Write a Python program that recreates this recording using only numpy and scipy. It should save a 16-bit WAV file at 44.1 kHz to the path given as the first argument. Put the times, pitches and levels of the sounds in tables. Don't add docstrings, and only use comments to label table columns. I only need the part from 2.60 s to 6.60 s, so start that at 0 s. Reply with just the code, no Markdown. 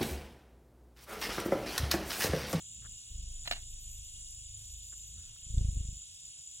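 import sys
import numpy as np
from scipy import signal
from scipy.fft import rfft, irfft
from scipy.io import wavfile
from scipy.ndimage import uniform_filter1d

SR = 44100
rng = np.random.default_rng(int(sys.argv[2]) if len(sys.argv) > 2 else 0)


def convert_level_to_amplitude(level_db):
    exponent = np.asarray(level_db, float) / 20
    return 10 ** exponent


def digitize_waveform(pressure):
    field = np.atleast_2d(pressure).T
    bounded = np.clip(field, -1, 1)
    quanta = np.round(bounded * 32767).astype(np.int16)
    wavfile.write(sys.argv[1], SR, quanta)


N = 176400

# f/Hz, level/dB
CHORUS_SPECTRUM = [(1900, -29), (2600, -6), (3000, -5), (4000, -8.5), (4800, -4.5), (6200, -3.5),
                   (8200, -1), (9900, -5.5)]
CHORUS_DB, CHORUS_TOP_HZ, CHORUS_FLICKER_DB, DIFFUSE_DB = -52, 10006, 1.6, -14

# f/Hz, width/Hz, level/dB
CICADA_MODES = [(6926, 190, -1.5), (7079, 105, 7.5), (7216, 276, 7), (7326, 540, -2), (7920, 110, -0.5)]
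CICADA_DB, CLICKS_HZ, CLICK_SCATTER_DB, CICADA_FLICKER_DB = -51.5, 895.6, 1.6, 2
SWELL_HZ, SWELL_DB = 3.9, 1.5

# f/Hz, level/dB
TICK_SPECTRUM = [(10400, -12), (11500, -7), (12500, -2), (13500, 1), (14700, 1), (15500, 1), (16000, 1)]
TICK_HZ, TICK_SLOWS_HZ_PER_S, TICK_AT_S, TICK_MS = 33.0, .18, 1.596, 1.2
TICK_DB, TICK_SCATTER_DB, TICK_HISS = -62, 2.5, .42

THROB_HZ, THROB_TONE_HZ, THROB_WIDTH_HZ = 37.33, 3620, 300
THROB_AT_S, THROB_SHARP, THROB_DB = 1.11, 1.1, -67

# f/Hz, width/Hz, level/dB
TRILL_BANDS = [(2881, 88, -72.5), (3280, 99, -71.5)]

# f/Hz, level/dB
AIR_SPECTRUM = [(30, -1), (65, 3), (110, 2.5), (250, -20), (600, -27), (1500, -27), (2500, -26.5),
                (6000, -30.5), (12000, -48)]
# t/s, level/dB
BREEZE_LEVEL = [(0, 0), (.7, 0), (1.2, -1), (2.3, -2), (2.7, 1.5), (3.3, 1), (4, 1)]
AIR_DB, AIR_FLICKER_DB = -67, 2.5

# t/s, level/dB
CRICKET_LEVEL = [(0, -55), (.8, -52), (1.3, -46), (2, -47), (2.6, -51), (3.2, -52), (4, -54)]
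CHIRP_HZ, CHIRP_FALL_HZ, CHIRP_MS, CHIRP_GAP_MS, CHIRP_SKIP = 8800, 400, 2.2, 14.5, .25

# t/s, f/Hz
STROKE_RATE = [(0, 27), (.45, 27), (.5, 25.1), (1.2, 25.3), (2.56, 25.3), (2.59, 27.33), (3.04, 27.33),
               (3.06, 25), (3.6, 25.2)]
# t/s, downstroke level/dB, upstroke re downstroke/dB, eddies re downstroke/dB
HOVER_LEVEL = [(0.0, -101, -26, -25), (0.02, -71.5, -7, -7), (0.2, -59, 1, -6.5), (0.35, -59.5, -9, -12),
               (0.44, -79, 4, -14), (0.51, -49.5, -9, -15.5), (0.71, -47, -15, -21), (0.88, -62, 3, -14),
               (0.9, -52, -2, -10.5), (1.42, -54.5, 3, -25.5), (1.51, -69, -2, -7), (1.55, -57, -10, -12.5),
               (1.88, -64, 4, -12), (2.65, -61.5, 2, -9), (2.75, -78, -9, -27)]
# t/s, downstroke level/dB, upstroke re downstroke/dB, eddies re downstroke/dB
PASS_LEVEL = [
    (2.8, -65, -11, -24),
    (2.9, -47, -19, -11.5),
    (2.98, -31.5, -18, -17),
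    (3.015, -30.5, -6, -14.5),
    (3.05, -32.5, -11, -19),
    (3.13, -40, -6, -17),
    (3.17, -33.5, -14, -16),
    (3.25, -41.5, -12, -19.5),
    (3.33, -44, -5, -16.5),
    (3.5, -74, -4, -6),
]
# f/Hz, level/dB
EDDY_SPECTRUM = [(20, -17.5), (50, -2.5), (110, 1.5), (200, -16.5), (400, -23.5), (750, -40), (1000, -64),
                 (2000, -71)]
STROKE_AT_S, STROKE_JITTER_MS, STROKE_SCATTER_DB = 3.0145, 1.3, 1.2
PUFF_MS, UP_MS, UP_AT_CYCLES = 1.8, 3.0, .6
SUCK_DB, SUCK_EARLY_MS, SUCK_MS = -12, 9, 3.55
PORT_HZ, PORT_WIDTH_HZ = 20, 27.7
EDDY_SIDE_DB, HOVER_DULL_HZ, HOVER_PUFF_DB = -7.5, 122, -6.5

# t/s, peak/dB, length/ms, left over right/dB
RUSTLE_EVENTS = [
    (.22, -68, 9.8, 7),
    (.245, -63, 11, 9),
    (.258, -60.5, 3.5, -1),
    (2.325, -59.5, 6.1, 3),
    (2.76, -68.5, 3.4, 4),
    (2.55, -77.5, 78, 3),
    (3.42, -80.5, 7.6, 7),
]
# f/Hz, level/dB
RUSTLE_SPECTRUM = [(300, -6), (800, -19.5), (1350, -1.5), (1750, -6), (2300, -17), (4000, -48)]

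# t/s, f/Hz, sway level/dB, hum level/dB, buzz level/dB
HUM_LEVEL = [(0.0, 27.44, -88, -83, -75), (0.28, 27.61, -53, -67, -63), (0.46, 25.96, -76.5, -75, -78),
             (0.52, 24.5, -50.5, -54.5, -60.5), (0.73, 25.3, -50, -48.5, -68.5),
             (0.88, 24.96, -57.5, -65, -61), (0.92, 25.13, -49.5, -50.5, -75),
             (1.09, 25.3, -52, -66.5, -63), (1.42, 25.87, -53.5, -56.5, -66),
             (1.48, 25.8, -62, -65.5, -69.5), (1.66, 25.18, -60, -58, -67),
             (1.91, 25.51, -57.5, -62.5, -62.5), (1.93, 25.48, -67, -72, -64),
             (2.13, 25.54, -58.5, -54.5, -67.5), (2.38, 24.99, -85, -56, -70), (2.59, 27.67, -61, -51, -63),
             (2.66, 27.49, -56, -72, -70), (2.78, 26.2, -72.5, -65, -72)]
# t/s, level re buzz/dB
RASP_LEVEL = [(0, -14), (.13, -5), (.33, -5), (.45, -17), (.62, -4), (.85, -17.5), (2.4, -23), (2.55, -5.5),
              (2.75, -23)]
HUM_THIRD_DB, HUM_FIFTH_DB, RASP_FALL_DB = -3.5, -6.5, -3
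HUM_WAVER_DB, HUM_WAVER_HZ, HUM_DRIFT_RAD = 3, 11, 0.68

# t/s, peak/dB, length/ms, left over right/dB
BUMP_EVENTS = [
    (.8752, -29.5, 2.2, -2),
    (.9121, -21.5, 1.7, -2.5),
    (.9215, -33.5, 5, -3),
    (.848, -48, 28, -2.5),
    (.915, -40, 12, -3),
    (.95, -48, 19, -3),
    (.8805, -39, 2, -2),
    (.932, -39, 2, -3),
]
# f/Hz, level/dB, t60/s
CASE_MODES = [(710, 13.5, 0.065), (1750, -17, 0.11), (2236, -28, 0.3), (2850, 0, 5.0), (3080, -5, 5.0),
              (4180, 11.5, 0.02), (4000, 1, 0.022), (5700, -16, 0.33)]
# f/Hz, level/dB
SCRAPE_SPECTRUM = [(200, 1.5), (500, -9), (720, -6), (1050, -2.5), (1600, 7), (3000, 9), (4900, -6),
                   (15500, -15.5)]
CASE_RING, CASE_DB, CRACKLE_DB, KNOCK_LAG_SAMPLES = 0.37, -7.5, 1.5, 6

# t/s, peak/dB
SNAP_EVENTS = [(0.999, -55), (1.113, -64), (1.232, -58), (1.3517, -63), (1.378, -53), (1.706, -51),
               (2.0536, -56), (2.183, -50.5), (2.2484, -64), (2.3061, -62), (2.4, -61)]
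SNAP_HZ, SNAP_WIDTH_HZ, SNAP_MS = 11800, 1800, 7

# t/s, peak/dB
PORT_TICK_EVENTS = [
    (1.035, -52),
    (2.8, -66),
    (2.87, -62),
    (2.983, -40),
    (3.047, -54),
]
PORT_TICK_HZ, PORT_TICK_MS = 3300, 1.0

# t/s, peak/dB, length/ms
FIZZ_EVENTS = [(1.09, -70, 30), (1.19, -66, 50), (1.29, -65, 60), (1.44, -71, 40), (1.97, -70, 50),
               (2.09, -69, 40), (2.22, -69, 60), (2.36, -69, 40), (2.46, -69, 30)]
FIZZ_HZ, FIZZ_WIDTH_HZ = 12000, 800

# f/Hz, left lead/rad
PORT_LEAD = [(0, 0), (1500, .6), (2500, 2.3), (3450, 1.1), (16050, .97 + 6 * np.pi), (23000, 30)]

WHOLE_BLOCKS_S = [.56, .86, .91, 2.25, 3.02, 3.6]
WEAKER_DB, QUIET_DB = -7, -98
WEAK_ABOVE_HZ, QUIET_ABOVE_HZ, TOP_HZ = 1800, 10400, 15830


def unit(x):
    return x / np.sqrt(np.mean(x ** 2))


def noise():
    return rng.standard_normal(N)


def colour(x, table):
    hz, db = np.array(table, float).T
    bins_hz = np.arange(N // 2 + 1) * SR / N
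    gain_db = np.interp(np.log(bins_hz + 1), np.log(hz), db, left=-90)
    return unit(irfft(rfft(x) * convert_level_to_amplitude(gain_db), N))


def ring(x, hz, width_hz):
    return signal.lfilter(*signal.iirpeak(hz, hz / width_hz, SR), x)


def ring_noise(hz, width_hz, second_width_hz):
    return unit(ring(ring(noise(), hz, width_hz), hz, second_width_hz))


def walk(rate_hz):
    hold = int(SR / rate_hz)
    steps = np.repeat(rng.standard_normal(N // hold + 1), hold)
    return 1.6 * uniform_filter1d(uniform_filter1d(steps, hold), hold)[:N]


def curve(table, axis=1):
    return np.interp(np.arange(N) / SR, [r[0] for r in table], [r[axis] for r in table])


def bells(times_s, gains, ms):
    keep = (times_s > 0) & (times_s < (N - 2) / SR)
    d = np.arange(-600, 601) / SR * 1000 / ms
    shape = 0.64 * np.exp(-.5 * d ** 2) + 0.26 * np.exp(-.5 * ((d + 0.36) / 1.71) ** 2)
    hits = np.bincount((times_s[keep] * SR).astype(int), gains[keep], N)
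    return signal.fftconvolve(hits, shape, "same")


def bursts(rows):
    t, out = np.arange(N) / SR, np.zeros((2, N))
    for s, db, ms, pan_db in rows:
        since_ms = np.maximum(t - s + 0.0006, 0) * 1000
        gain = convert_level_to_amplitude(db + np.array([[pan_db], [-pan_db]]) / 2)
        rise = 1 - np.exp(-since_ms / (0.49 * ms))
        out += gain * rise * np.exp(-since_ms / ms) * 3.13
    return out


def chorus():
    bands = 0
    for hz in 1800 * 1.2 ** np.arange(11):
        bands = bands + convert_level_to_amplitude(CHORUS_FLICKER_DB * walk(14)) * ring(noise(), hz, hz / 5)
    hiss = colour(np.diff(bands, prepend=0) * .3 + bands, CHORUS_SPECTRUM)
    top = signal.ellip(6, .5, 40, CHORUS_TOP_HZ, fs=SR, output="sos")
    return signal.sosfilt(top, hiss) * convert_level_to_amplitude(CHORUS_DB)


def cicadas():
    t = np.arange(N) / SR
    chance = rng.random((12000, 2)).T
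    times_s = np.cumsum(-np.log(1 - chance[0])) / CLICKS_HZ / 3
    size = convert_level_to_amplitude(-CLICK_SCATTER_DB * np.log(1 - chance[1]))
    keep = times_s < t[-1]
    clicks = np.bincount((times_s[keep] * SR).astype(int), size[keep], N) * np.sign(noise())
    body = 0
    for hz, width_hz, db in CICADA_MODES:
        mode = unit(ring(ring(clicks, hz, width_hz), hz, 2 * width_hz))
        body = body + convert_level_to_amplitude(db + CICADA_FLICKER_DB * walk(9.76)) * mode
    swell_db = SWELL_DB * np.sin(2 * np.pi * SWELL_HZ * t) + 0.089 * walk(0.65)
    return unit(body) * convert_level_to_amplitude(CICADA_DB + swell_db)


def katydid():
    t = np.arange(N) / SR
    since_s = t - TICK_AT_S
    cycles = TICK_HZ * since_s - TICK_SLOWS_HZ_PER_S / 2 * since_s ** 2
    gains = convert_level_to_amplitude(TICK_SCATTER_DB * rng.standard_normal(140))
    ticks = bells(np.interp(np.arange(-56, 84), cycles, t, -1, -1), gains, TICK_MS)
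    return (ticks + TICK_HISS * convert_level_to_amplitude(walk(54))) * colour(noise(), TICK_SPECTRUM) * convert_level_to_amplitude(TICK_DB)


def throb():
    t = np.arange(N) / SR
    gate = np.exp(THROB_SHARP * (np.cos(2 * np.pi * THROB_HZ * (t - THROB_AT_S)) - 1))
    tone = ring(ring(noise(), THROB_TONE_HZ, THROB_WIDTH_HZ), THROB_TONE_HZ, 2 * THROB_WIDTH_HZ)
    return unit(gate * tone) * convert_level_to_amplitude(THROB_DB)


def trills():
    return sum(convert_level_to_amplitude(db + 1.7 * walk(5.84)) * ring_noise(hz, w, w) for hz, w, db in TRILL_BANDS)


def air():
    mid = colour(noise(), AIR_SPECTRUM) * convert_level_to_amplitude(AIR_FLICKER_DB * walk(22))
    no_bass = signal.butter(2, 260, "high", fs=SR, output="sos")
    side = signal.sosfilt(no_bass, colour(noise(), AIR_SPECTRUM))
    return convert_level_to_amplitude(AIR_DB + curve(BREEZE_LEVEL)) * (mid + side * np.array([[1], [-1]]))


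def cricket():
    chance = rng.random((300, 3)).T
    gaps = 1 + 0.031 * (chance[0] - .5) + 0.53 * (chance[1] < CHIRP_SKIP)
    times_s = np.cumsum(CHIRP_GAP_MS / 1000 * gaps)
    d = np.arange(-400, 401) / SR * 1000 / CHIRP_MS
    phase = 2 * np.pi * np.cumsum(CHIRP_HZ - CHIRP_FALL_HZ * d / 2) / SR
    chirp = np.exp(-.5 * d ** 2) * np.sin(phase)
    keep = times_s < N / SR
    hits = np.bincount((times_s[keep] * SR).astype(int), convert_level_to_amplitude(-6 * chance[2][keep]), N)
    return signal.fftconvolve(hits, chirp, "same") * convert_level_to_amplitude(curve(CRICKET_LEVEL))


def wing_puffs():
    t, levels = np.arange(N) / SR, HOVER_LEVEL + PASS_LEVEL
    cycles = np.cumsum(curve(STROKE_RATE)) / SR
    cycles -= cycles[int(STROKE_AT_S * SR)]
    beat, chance = np.arange(-85, 30), rng.standard_normal((115, 4)).T
    jitter_s = STROKE_JITTER_MS / 1000
    down_s = np.interp(beat, cycles, t) + chance[0] * jitter_s
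    up_s = np.interp(beat + UP_AT_CYCLES, cycles, t) + chance[2] * jitter_s
    down_gain, up_gain = convert_level_to_amplitude(STROKE_SCATTER_DB * chance[1]), convert_level_to_amplitude(STROKE_SCATTER_DB * chance[3])

    down = bells(down_s, down_gain, PUFF_MS)
    up = bells(up_s, up_gain, UP_MS)
    suck = bells(down_s - SUCK_EARLY_MS / 1000, down_gain, SUCK_MS)
    pressure = down + convert_level_to_amplitude(curve(levels, axis=2)) * up - convert_level_to_amplitude(SUCK_DB) * suck
    poles = signal.iirpeak(PORT_HZ, PORT_HZ / PORT_WIDTH_HZ, SR)[1]
    puffs = signal.lfilter([1, -2, 1], poles, pressure) * 6.08

    low = signal.butter(2, HOVER_DULL_HZ, fs=SR, output="sos")
    dull = signal.sosfiltfilt(low, puffs) * convert_level_to_amplitude(HOVER_PUFF_DB + 4.0 * walk(16))
    near = np.clip((t - PASS_LEVEL[0][0]) / .05 + 1, 0, 1)
    puffs = near * puffs + (1 - near) * dull

    gate = (1.19 + uniform_filter1d(down, 300)) * convert_level_to_amplitude(curve(levels, axis=3)) * 1.38
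    side = convert_level_to_amplitude(EDDY_SIDE_DB) * colour(noise(), EDDY_SPECTRUM) * np.array([[1], [-1]])
    eddies = gate * (colour(noise(), EDDY_SPECTRUM) + side)
    fade = np.clip((3.75 - t) / 0.54, 0, 1)
    return (puffs + eddies) * convert_level_to_amplitude(curve(levels)) * fade


def leaf_rustle():
    shared = colour(noise(), RUSTLE_SPECTRUM)
    own = np.array([colour(noise(), RUSTLE_SPECTRUM) for _ in range(2)])
    return 0.69 * bursts(RUSTLE_EVENTS) * (shared + 1.4 * own)


def wing_hum():
    turn = 2 * np.pi * np.cumsum(curve(HUM_LEVEL)) / SR
    sway, two, buzz = (curve(HUM_LEVEL, axis=k) for k in (2, 3, 4))
    levels = [sway, two, (two + buzz) / 2 + HUM_THIRD_DB, buzz, buzz + HUM_FIFTH_DB]
    levels += [buzz + curve(RASP_LEVEL) + k * RASP_FALL_DB for k in range(3)]
    stack = 0
    for k, db in enumerate(levels, 1):
        gain = convert_level_to_amplitude(db + HUM_WAVER_DB * walk(HUM_WAVER_HZ))
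        stack = stack + gain * np.cos(k * turn + HUM_DRIFT_RAD * walk(3.95))
    fade = np.clip((HUM_LEVEL[-1][0] - np.arange(N) / SR) / 0.032, 0, 1)
    return np.sqrt(2) * stack * fade


def stem_on_case():
    rub = colour(noise(), SCRAPE_SPECTRUM)
    shared = np.array([np.roll(rub, KNOCK_LAG_SAMPLES), rub])
    crackle = convert_level_to_amplitude(CRACKLE_DB * (walk(500) - 0.9))
    own = np.array([colour(noise(), SCRAPE_SPECTRUM) for _ in range(2)])
    scrape = bursts(BUMP_EVENTS) * crackle * (shared + 0.54 * own)
    modes = 0
    for hz, db, t60_s in CASE_MODES:
        modes = modes + convert_level_to_amplitude(db) * ring(scrape, hz, 1.8 / (CASE_RING * min(t60_s, .3)))
    return .5 * scrape + 1.73 * convert_level_to_amplitude(CASE_DB) * modes


def leaf_snaps():
    rows = [(s, db, SNAP_MS, 0) for s, db in SNAP_EVENTS]
    return 0.26 * bursts(rows)[0] * ring_noise(SNAP_HZ, SNAP_WIDTH_HZ, SNAP_WIDTH_HZ)


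def port_ticks():
    rows = [(s, db, PORT_TICK_MS, 0) for s, db in PORT_TICK_EVENTS]
    return bursts(rows) * ring_noise(PORT_TICK_HZ, 2500., 3000.) * np.array([[1], [-.3]])


def leaf_fizz():
    rows = [(s, db, ms, 0) for s, db, ms in FIZZ_EVENTS]
    return bursts(rows)[0] * ring_noise(FIZZ_HZ, FIZZ_WIDTH_HZ, FIZZ_WIDTH_HZ)


def ports(x):
    hz, rad = np.array(PORT_LEAD).T
    turn = np.exp(.5j * np.interp(np.arange(N // 2 + 1) * SR / N, hz, rad))
    return irfft(rfft(x) * np.array([turn, turn.conj()]), N)


def scene():
    touches = stem_on_case() + leaf_rustle()
    snaps = leaf_snaps()
    touches += port_ticks()
    insects = chorus() + cicadas() + throb() + trills() + cricket() + katydid()
    far = ports(insects + snaps + leaf_fizz())
    diffuse = convert_level_to_amplitude(DIFFUSE_DB) * np.array([chorus(), chorus()])
    moth = wing_puffs() + wing_hum()
    return far + diffuse + moth + touches + air()


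def gate_bands(x):
    mid_side = np.array([x[0] + x[1], x[0] - x[1]]) / 2
    z = signal.stft(mid_side, SR, nperseg=2048)[2]
    band_power = (abs(z[:, :1024]) ** 2).reshape(2, 64, 16, -1).mean(axis=2)
    power = np.repeat(band_power, 16, axis=1)
    hz = np.arange(1024)[:, None] * SR / 2048
    weak = (power < power[::-1] * convert_level_to_amplitude(2 * WEAKER_DB)) & (hz > WEAK_ABOVE_HZ)
    quiet = (power < convert_level_to_amplitude(2 * QUIET_DB)) & (hz > QUIET_ABOVE_HZ)
    whole = np.isin(np.arange(z.shape[2]), np.round(np.array(WHOLE_BLOCKS_S) * SR / 1024))
    z[:, :1024] *= ~(quiet | (weak & ~whole)) & (hz < TOP_HZ)
    mid, side = signal.istft(z, SR, nperseg=2048)[1][:, :N]
    return np.array([mid + side, mid - side])


def band_limit(x):
    return signal.sosfilt(signal.butter(12, 16750, fs=SR, output="sos"), x)


def record(dry):
    mix = gate_bands(dry)
    return band_limit(mix)


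dry = scene()
out = record(dry)
digitize_waveform(out)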